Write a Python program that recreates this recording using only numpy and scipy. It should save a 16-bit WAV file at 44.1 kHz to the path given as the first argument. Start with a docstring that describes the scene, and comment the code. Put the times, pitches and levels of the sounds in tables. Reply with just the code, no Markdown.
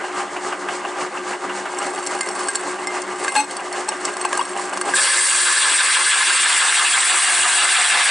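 """A belt-driven milling machine runs close to a camera: hum, gear rattle and belt swish, knocking each turn.
The pilot drill of a hole saw begins to rub in the aluminium sheet, its chips ticking as they snap off;
it grabs and slips, and its one long grab squeals. Then the saw teeth land and rasp harshly with every turn.
Noise is shaped by the modes of head, sheet, drill and saw cup; quick reflections and a faint rumble lie around
it, and the camera's gain control pushes hum and rattle down under the loud cutting."""
import sys
import numpy as np
from scipy import signal
from scipy.fft import rfft, irfft
from scipy.io import wavfile
from scipy.ndimage import uniform_filter1d

SR = 44100
rng = np.random.default_rng(int(sys.argv[2]) if len(sys.argv) > 2 else 0)


def put_to_file(sound):
    """Save the sound as 16-bit audio at rate SR, in the file named by the first command-line argument."""
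    columns = np.atleast_2d(sound).T  # one column per channel
    safe = np.clip(columns, -1, 1)
    whole_steps = np.round(safe * 32767)
    wavfile.write(sys.argv[1], SR, whole_steps.astype(np.int16))


N = 357210
T = np.arange(N) / SR

SPINDLE_HZ = 6.19  # turns per second before the saw cuts
DRILL_THROUGH_S = 4.92  # the pilot drill breaks through
NO_BASS = signal.butter(3, 280, "high", fs=SR, output="sos")

# Resonances and hollows of the machine head. Each row: centre in Hz, width in Hz, height in dB.
HEAD = [(118, 12, 3), (168, 12, 1.5), (198.2, 13.2, 14.5), (241, 49, -2.5), (294, 22.6, 10.5),
        (376, 13, 6.5), (410, 19.5, 8), (473, 55, -11.5), (630.7, 12.4, 7), (801, 18, 7), (831, 33, -4),
        (1194, 48, 5.5), (1380, 40, -2), (1592, 48, 5.5), (2175, 120, 3)]
# Damped modes of the aluminium sheet. Each row: pitch in Hz, relative level in dB, 60 dB decay in seconds.
SHEET = [(730, -11, 0.0075), (1134, 11, 0.01), (1605, 0.5, 0.075), (2810, -10, 0.027), (4490, -2.5, 0.051),
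         (5480, 0, 0.025), (6230, -2.5, 0.019), (6900, -9, 0.049), (7510, 7.5, 0.028), (8100, 8, 0.041),
         (8810, 3.5, 0.034), (9230, 5, 0.013)]
# Modes of the drill and its arbor. Each row: pitch in Hz, relative level in dB, 60 dB decay in seconds.
ARBOR = [(284, -3, 0.17), (1590, -0.5, 0.02), (2140, -7, 0.12), (2536, -1, 0.15), (2690, -1, 0.039),
         (3360, -16, 0.07), (3790, -5, .09), (5030, -15, .04), (4260, 4, 0.054), (5320, -11.5, .06),
         (6200, -4.5, 0.083), (6830, -22, .06), (7600, -3, 0.034), (7900, -5, 0.035), (8030, 11.5, .03),
         (8790, -20, .05), (9800, -3, 0.046), (9400, -31, .06)]


def amp(db):
    """Decibels to gain."""
    return 10 ** (np.asarray(db) / 20)


def unit(x):
    """Scales to rms 1."""
    return x / np.sqrt(np.mean(x ** 2) + 1e-20)


def curve(rows):
    """Each column of a timed table, at every sample."""
    seconds, *columns = np.transpose(rows)
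    return [np.interp(T, seconds, column) for column in columns]


def read(points, hz):
    """A spectrum's value, joined on a log-frequency axis."""
    f, value = np.transpose(points)
    return np.interp(np.log(hz + 1), np.log(f + 1), value)


def colour(x, spectrum, peaks=()):
    """Filters by a smooth spectrum with resonances on it; rms 1."""
    hz = np.fft.rfftfreq(len(x), 1 / SR)
    peaks_db = sum(db / (1 + (2 * (hz - f) / width) ** 2) for f, width, db in peaks)
    return unit(irfft(rfft(x) * amp(read(spectrum, hz) + peaks_db), len(x)))


def wander(rate):
    """Smooth chance up to roughly the given rate in Hz; rms 1."""
    hz = np.fft.rfftfreq(N, 1 / SR)
    return unit(irfft(rfft(rng.standard_normal(N)) / (1 + (hz / rate) ** 4), N))


def grit(clump_db, rate):
    """Noise of countless tiny impacts that come in clumps; rms 1."""
    return unit(rng.standard_normal(N) * amp(clump_db * wander(rate)))


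def patchy(x, depth_db, size):
    """Brief random swells, each a few hundred hertz wide."""
    z = signal.stft(x, SR, nperseg=512)[2]
    patches = uniform_filter1d(rng.standard_normal(z.shape), size=size, axis=0)
    patches = unit(uniform_filter1d(patches, size=size, axis=1))
    return signal.istft(z * amp(depth_db * patches), SR, nperseg=512)[1][:N]


def ring(modes, spread_db=0., detune=0.):
    """One blow on a body with these modes; where it lands shifts their balance and pitch."""
    t = np.arange(SR // 5) / SR
    chance = rng.standard_normal((len(modes), 2))
    out = np.zeros(len(t))
    for (hz, db, t60), (balance, pitch) in zip(modes, chance):
        fading = amp(db + spread_db * balance - 60 * t / t60)
        out += fading * np.cos(2 * np.pi * hz * (1 + detune * pitch) * t)
    return out


def burst(x):
    """Small parts radiate no bass; the loudest 4 ms get rms 1."""
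    x = signal.sosfilt(NO_BASS, x)
    return x / np.sqrt(uniform_filter1d(x ** 2, size=176).max())


def add(mix, s, sound):
    """Mixes a sound in at time s."""
    part = mix[round(s * SR):][:len(sound)]
    part += sound[:len(part)]


def spots(rows, belt_hz=3.612):
    """Summed dB swells of spots that come round with every lap of the belt, one curve per level column."""
    total = 0
    for at, width, *dbs in rows:
        away = (T * belt_hz - at + .5) % 1 - .5  # share of a lap from the spot
        total = total + np.outer(dbs, np.exp(-(away / width) ** 2))
    return total


def drive(hum_hz=361.8):
    """Hum, gear rattle and belt swish swell and sag with every lap of the belt."""
    # Slack spots, where the hum drops. Each row: share of the lap, width as share of the lap, hum in dB.
    slack_spots = [(.04, 0.049, -29.5), (.23, 0.065, -3), (.52, 0.063, -4.5)]
    # Tight spots. 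Each row: share of the lap, width as share of the lap, rattle in dB, swish in dB.
    tight_spots = [(.22, 0.11, 3, 6.5), (.69, 0.19, 6, 11.5)]
    # Colour of the gear rattle. Each row: frequency in Hz, relative dB per Hz.
    rattle_colour = [(30, -42), (70, -37), (120, -24), (180, -16.5), (270, -8), (450, -1), (620, 0.5),
                     (1250, -0.5), (1450, -4), (2000, -6.5), (2400, -12), (3000, -13), (3700, -20),
                     (10000, -47.5)]
    # Colour of the belt swish. Each row: frequency in Hz, relative dB per Hz.
    swish_colour = [(1500, -31), (3000, -22.5), (4200, -0.5), (6000, -2), (7000, 1), (8100, 2.5),
                    (8800, -0.5), (10300, -10.5)]
    (hum_db,) = spots(slack_spots)
    rattle_db, swish_db = spots(tight_spots)
    turn_db = 1.0 * np.cos(2 * np.pi * (SPINDLE_HZ * T - 0.18))  # swells 1 dB, peaking at 0.18 turn
    hum = np.sin(2 * np.pi * hum_hz * T + 0.13 * wander(11))
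    hum = hum * amp(-30.5 + hum_db + 1.6 * wander(9.1))
    rattle = colour(grit(clump_db=1.0, rate=270), rattle_colour, HEAD)
    rattle = rattle * amp(-31.0 + rattle_db + turn_db + 0.41 * wander(25))
    swish = colour(grit(clump_db=1.0, rate=240), swish_colour) * amp(-44.5 + swish_db)
    return hum + patchy(rattle, depth_db=1.45, size=6) + swish


def rumble():
    """A faint low rumble, separate noise in each channel; rms 1."""
    spectrum = [(20, -12), (90, 1), (300, -29.5), (2000, -64)]  # Hz, relative dB per Hz
    return np.array([colour(rng.standard_normal(N), spectrum) for _ in range(2)])


def workshop(x, t60=0.085):
    """Quick reflections from the table and column, different at each microphone."""
    # Colour of the reflections. Each row: frequency in Hz, relative level in dB.
    room_colour = [(100, -1.5), (300, -1.5), (650, 2), (1300, -1), (4500, 2), (7500, -1), (10000, -10)]
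    t = np.arange(SR // 3) / SR
    tail = np.array([colour(rng.standard_normal(len(t)), room_colour) for _ in range(2)])
    tail = tail * amp(-60 * t / t60) * (t > .001)  # nothing returns in the first millisecond
    return signal.fftconvolve(x[None], tail / np.linalg.norm(tail[0]), axes=1)[:, :N]


def knocks(first_s=0.0401, t60=0.089, knock_db=3.5):
    """Loose gear teeth clack once a turn and shake the head; the strength rises and falls over time."""
    # Strength of the knocks. Each row: time in seconds, level in dB to which knock_db is added.
    play_levels = [(0, -28.5), (.68, -20.5), (1.0, -27.5), (1.7, -23.5), (2.15, -32.5), (4.6, -26)]
    # Colour of the clack. Each row: frequency in Hz, relative dB per Hz.
    knock_colour = [(300, -30.5), (700, 4.5), (1300, 1), (2200, -9.5), (2900, -1), (3500, -22),
                    (10000, -24)]
    play_db, = curve(play_levels)
    since = (T - first_s) % (1 / SPINDLE_HZ)  # seconds since the last knock
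    force = amp(play_db + knock_db - 60 * since / t60)
    clack = uniform_filter1d(force, size=220) * colour(rng.standard_normal(N), knock_colour, HEAD)
    return signal.sosfilt(NO_BASS, clack)


def rubbing(rub_start_s=1.62, fade_db_per_s=318):
    """Level of the pilot drill's rubbing in dB, from when it begins to rub to breaking through."""
    # Rubbing of the drill as it is pressed down. Each row: time in seconds, level in dB.
    rub_levels = [(1.62, -48), (1.8, -36), (2.25, -35), (2.55, -33.5), (2.7, -41.5), (3.12, -47),
                  (3.26, -29), (3.65, -44.5), (4.4, -35), (4.92, -35.5)]
    outside_s = np.maximum(rub_start_s - T, 0) + np.maximum(T - DRILL_THROUGH_S, 0)
    return curve(rub_levels)[0] - fade_db_per_s * outside_s


def rub(arbor_share=0.43):
    """The pilot drill scrapes crumbs off the sheet; sheet and arbor both ring faintly."""
    body = ring(SHEET) + arbor_share * ring(ARBOR)
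    scrape = signal.oaconvolve(grit(clump_db=6.0, rate=210), body)[:N]
    spectrum = [(100, -35), (1000, 0.5), (2500, -1.5), (4300, -4.5), (8000, -6.0)]  # Hz, relative dB
    return amp(rubbing()) * colour(scrape, spectrum)


def crumbs(first_s=1.746, catches_per_turn=4, spread_db=1):
    """Small chips break as the edges catch each quarter turn, following the rubbing; rows as in snaps()."""
    times = np.arange(first_s, DRILL_THROUGH_S, 1 / (catches_per_turn * SPINDLE_HZ))
    levels = np.interp(times, T, rubbing()) + spread_db * rng.standard_normal(len(times))
    return [(s, db + 5.5, db + 3, db - 11) for s, db in zip(times, levels)]


def snaps(snap_db=-3.0, thud_db=0.5, slip_s=0.0028, ping_hz=2093, ping_t60=0.22):
    """Each breaking chip, and the first saw tooth, cracks with a quick run of slips that rings the sheet."""
    # Large chips snapping off; the last row is the first saw tooth striking the sheet. 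Each row: start in
    # seconds, crack in dB to which snap_db is added, thud in dB to which thud_db is added, lingering ping in dB.
    large_cracks = [(1.786, -21, -41, -45), (2.071, -17, -37, -43), (2.209, -15, -21.5, -25.5),
                    (2.288, -20.5, -34, -48), (2.485, -16, -21, -34), (2.555, -14, -37, -36),
                    (2.871, -20, -27, -24), (3.019, -22.5, -41, -40), (3.246, -26, -20.5, -42),
                    (3.280, -35, -16, -25), (3.353, -21, -17, -45), (3.51, -21.5, -29, -38),
                    (3.567, -20, -33, -50), (3.727, -24, -37, -50), (3.889, -14.5, -31, -52),
                    (4.052, -14.5, -34, -45), (4.168, -26, -22, -42), (4.213, -22, -30, -47),
                    (4.25, -24, -14, -45), (4.329, -21.5, -16.5, -50), (4.375, -17, -21, -46),
                    (4.773, -26.5, -20, -48), (4.813, -17, -17.5, -39), (4.937, -30, -13.5, -35)]
    out, t = np.zeros(N), np.arange(SR // 5) / SR
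    ping = np.sqrt(2) * np.sin(2 * np.pi * ping_hz * t) * amp(-60 * t / ping_t60)  # the sheet's longest mode
    for s, crack_db, low_db, ping_db in [*large_cracks, *crumbs()]:
        slips = rng.standard_normal(len(t)) * np.exp(-t / slip_s)
        blows = []
        for modes in (SHEET[:3], SHEET[3:]):  # low modes thud, high modes tick
            body = ring(modes, spread_db=3.5, detune=0.015)
            blows.append(burst(signal.fftconvolve(slips, body)[:len(t)]))
        thud, tick = blows
        crack = tick + .5 * burst(slips)
        add(out, s, amp(crack_db + snap_db) * crack + amp(low_db + thud_db) * thud + amp(ping_db) * ping)
    return out


def singing(grip, t):
    """Steady friction keeps each arbor mode sounding; let go, it dies at its own speed."""
    out, starts = 0, rng.random(len(ARBOR))
    for (hz, db, t60), start in zip(ARBOR, starts):
        fall = amp(-60 * t / t60)
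        held = fall * np.maximum.accumulate(grip / fall)
        out = out + amp(db) * held * np.sin(2 * np.pi * (hz * t + start))
    return out


def grabs(rise=0.0024, fall=0.002, third_db=-13, fifth_db=-19, jitter=0.016, raw=0.31, rung=0.85, sung=0.48):
    """Stick and slip: the drill swings in a squarish wave while its scraping rings the arbor."""
    # The drill grabs and slips; a long grab squeals. Each row: start in seconds, length in seconds,
    # tone in dB, mean pitch in Hz, scrape in dB.
    grab_rows = [(3.358, 0.049, -12, 844, -13.5), (3.42, 0.027, -27, 850, -27),
                 (3.883, .007, -19.5, 890, -25), (4.248, 0.0066, -15.5, 887, -25),
                 (4.391, 0.0048, -11.5, 951, -29), (4.410, 0.0051, -15, 1084, -38)]
    build_share, linger_share = 0.13, 0.19  # the tone builds, the grab lingers: shares of its length
    bite, bite_s = 0.93, 0.011  # a grab scrapes harder at first, by this share and for this long
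    scrape_colour = [(400, -7), (1200, 3), (3000, -4), (10000, -18)]  # Hz, relative dB
    out, t = np.zeros(N), np.arange(SR // 5) / SR
    waver = wander(120)
    for s, length, tone_db, hz, scrape_db in grab_rows:
        release = np.exp(-np.maximum(t - length, 0) / (fall + linger_share * length))
        held = (1 - np.exp(-t / rise)) * release
        swing = held * (1 - np.exp(-t / (build_share * length)))
        grip = held * (1 + bite * np.exp(-t / bite_s))
        pitch = hz * (1 + jitter * waver[round(s * SR):][:len(t)])
        phase = 2 * np.pi * np.cumsum(pitch) / SR
        tone = np.sin(phase) + amp(third_db) * np.sin(3 * phase) + amp(fifth_db) * np.sin(5 * phase)
        slips = grip * (1 + np.cos(phase)) * rng.standard_normal(len(t))  # one slip in every swing
        struck = burst(signal.fftconvolve(slips, ring(ARBOR))[:len(t)])
        arbor = rung * struck + sung * burst(singing(grip, t))
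        scrape = raw * burst(colour(slips, scrape_colour))
        add(out, s, amp(tone_db) * np.sqrt(2) * swing * tone + amp(scrape_db) * (arbor + scrape))
    return out


def turning(x, loaded_hz=6.1):
    """The uneven cup favours one register after another as it goes round, slower under load."""
    # How strongly each register radiates. Each row: frequency in Hz, once-a-turn swing in dB, its peak as
    # share of the turn, twice-a-turn swing in dB, its peak as share of the turn.
    lobes = [(1210, 3, 0.58, 0.5, 0.46), (1580, 1, 0.49, 2, 0.48), (2100, 0, .7, 0.9, 0.67),
             (3180, 1.14, 0.34, 2.5, 0.36), (5280, 0.4, 0.69, -1, 0.36), (7540, -0.06, .1, 1.5, 0.24),
             (9250, .9, 0.025, 0.9, 0.12)]
    hz, t, z = signal.stft(x, SR, nperseg=512)
    angle = 2 * np.pi * loaded_hz * t
    swing_db = []
    for _, once_db, once_at, twice_db, twice_at in lobes:
        once = once_db * np.cos(angle - 2 * np.pi * once_at)
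        twice = twice_db * np.cos(2 * (angle - 2 * np.pi * twice_at))
        swing_db.append(once + twice)
    centres = np.transpose(lobes)[0]
    weights = np.array([np.interp(hz, centres, row) for row in np.eye(len(lobes))])
    return signal.istft(z * amp(weights.T @ np.array(swing_db)), SR, nperseg=512)[1][:N]


def saw(growl_db=-12, free_ring=1.5, damped_ring=0.8):
    """The teeth tear at the sheet; as the kerf deepens it damps the cup and the rasp fills out."""
    # The saw under the hand feed. Each row: time in seconds, rasp of the teeth in dB, hiss of the chips in dB.
    feed = [(4.98, -15, -14), (5.05, -7, -10.5), (5.27, -8.5, -4.5), (5.5, -7.5, -7.5), (5.8, -4, -6),
            (6.8, -3.5, -4.5), (7.25, -7, -6), (7.5, -7.5, -7.5), (7.8, -1.5, -4), (8.1, 1.5, -4)]
    # Colour of the rasp in a shallow kerf. Each row: frequency in Hz, relative dB per Hz.
    shallow_colour = [(40, -41), (110, -43), (400, -24.5), (560, -7), (740, -16), (1050, 0), (1350, -2),
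                      (1700, 2), (2300, -3), (3500, -7.5), (4700, -3.5), (5500, -8.5), (6500, -27.5),
                      (9000, -11.5)]
    # Colour of the rasp in a deep kerf. Each row: frequency in Hz, relative dB per Hz.
    deep_colour = [(40, -39), (110, -42.5), (400, -25), (720, -17), (900, -8), (1100, -2.5), (1700, 1),
                   (2400, -2.5), (3500, -4.5), (4700, -9), (5500, -13.5), (6500, -22), (9000, -47)]
    # Low growl of the deep kerf. Each row: frequency in Hz, relative dB per Hz.
    growl_colour = [(300, -41), (600, -12.5), (720, 1), (830, -7), (1300, -24)]
    # Colour of the chips. Each row: frequency in Hz, relative dB per Hz.
    chip_colour = [(500, -58), (3000, -38), (6000, -10), (6900, -4.5), (7500, 2.5), (8200, 0.5),
                   (8600, 3.5), (9700, 1.5), (10300, -8)]
    # Resonances and hollows of the saw cup bearing on the sheet. Each row: centre in Hz, width in Hz,
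    # height in dB, to be scaled by free_ring or damped_ring.
    cup_modes = [(1483, 56, -7.5), (1570, 55, 6), (1718, 74, 5), (1940, 180, -4.5), (2072, 25, 8.5),
                 (2780, 160, 1.5), (3073, 83, -7), (3310, 140, 3.5), (3850, 85, 1.5), (4430, 110, -7),
                 (4550, 96, 5.5), (5806, 125, 9.5), (7930, 130, 1.5), (7320, 44, 2.5), (7950, 70, 6),
                 (8190, 105, 12), (8600, 78, -5)]
    touch_s, touch_db, land_s, rise_s = 4.85, -20.5, 4.933, 0.036  # the teeth brush the sheet, then land
    kerf_start_s, kerf_deepen_s = 5.18, 0.83  # the kerf forms, and deepens ever more slowly
    teeth_db, chips_db = curve(feed)
    touch, landed = (np.clip((T - s) / rise_s, 0, 1) for s in (touch_s, land_s))
    contact = np.maximum(amp(touch_db) * touch, landed)
    depth = 1 - np.exp(-np.maximum(T - kerf_start_s, 0) / kerf_deepen_s)
    free = [(hz, width, db * free_ring) for hz, width, db in cup_modes]
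    damped = [(hz, width, db * damped_ring) for hz, width, db in cup_modes]
    tearing = grit(clump_db=1.0, rate=410)
    rasp = (1 - depth) * colour(tearing, shallow_colour, free) + depth * colour(tearing, deep_colour, damped)
    growl = depth ** 6 * colour(rng.standard_normal(N), growl_colour)
    rasp = rasp + amp(growl_db) * growl
    hiss = colour(grit(clump_db=1.04, rate=770), chip_colour, damped)
    cutting = amp(teeth_db) * rasp + amp(chips_db) * hiss
    return contact * turning(patchy(cutting, depth_db=1.62, size=5))


def scene():
    """Machine, drill and saw nearly central, the grabs left of centre, with reflections and a faint rumble."""
    near = drive() + knocks() + rub() + snaps() + saw() * amp([[.15], [-.15]])
    grab = grabs()
    reflections = workshop(near.mean(0) + grab)
    return near + grab * amp([[1.9], [-2.6]]) + amp(-14.5) * reflections + amp(-74) * rumble()


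def record(dry, limit_db=-15, recovery_db=28, sense=0.0075, slope=0.99, ceiling=1.1, edge_hz=10350):
    """The camera's gain falls within milliseconds on loud sound and recovers slowly; then the band limit."""
    keep = np.exp(-1 / (sense * SR))
    power = signal.lfilter([1 - keep], [1, -keep], (dry ** 2).mean(0))
    power_db = 10 * np.log10(power + 1e-12)
    fall = T * recovery_db  # the sensed peak sinks by recovery_db each second
    over_db = np.maximum(np.maximum.accumulate(power_db + fall) - fall - limit_db, 0)
    held = dry * amp(-slope * uniform_filter1d(over_db, size=128))
    held = ceiling * np.tanh(held / ceiling)  # the highest peaks are gently rounded
    lowpass = signal.firwin(601, edge_hz, window=("kaiser", 8), fs=SR)
    return signal.oaconvolve(held, lowpass[None], "same")


dry = scene()
out = record(dry)
put_to_file(out)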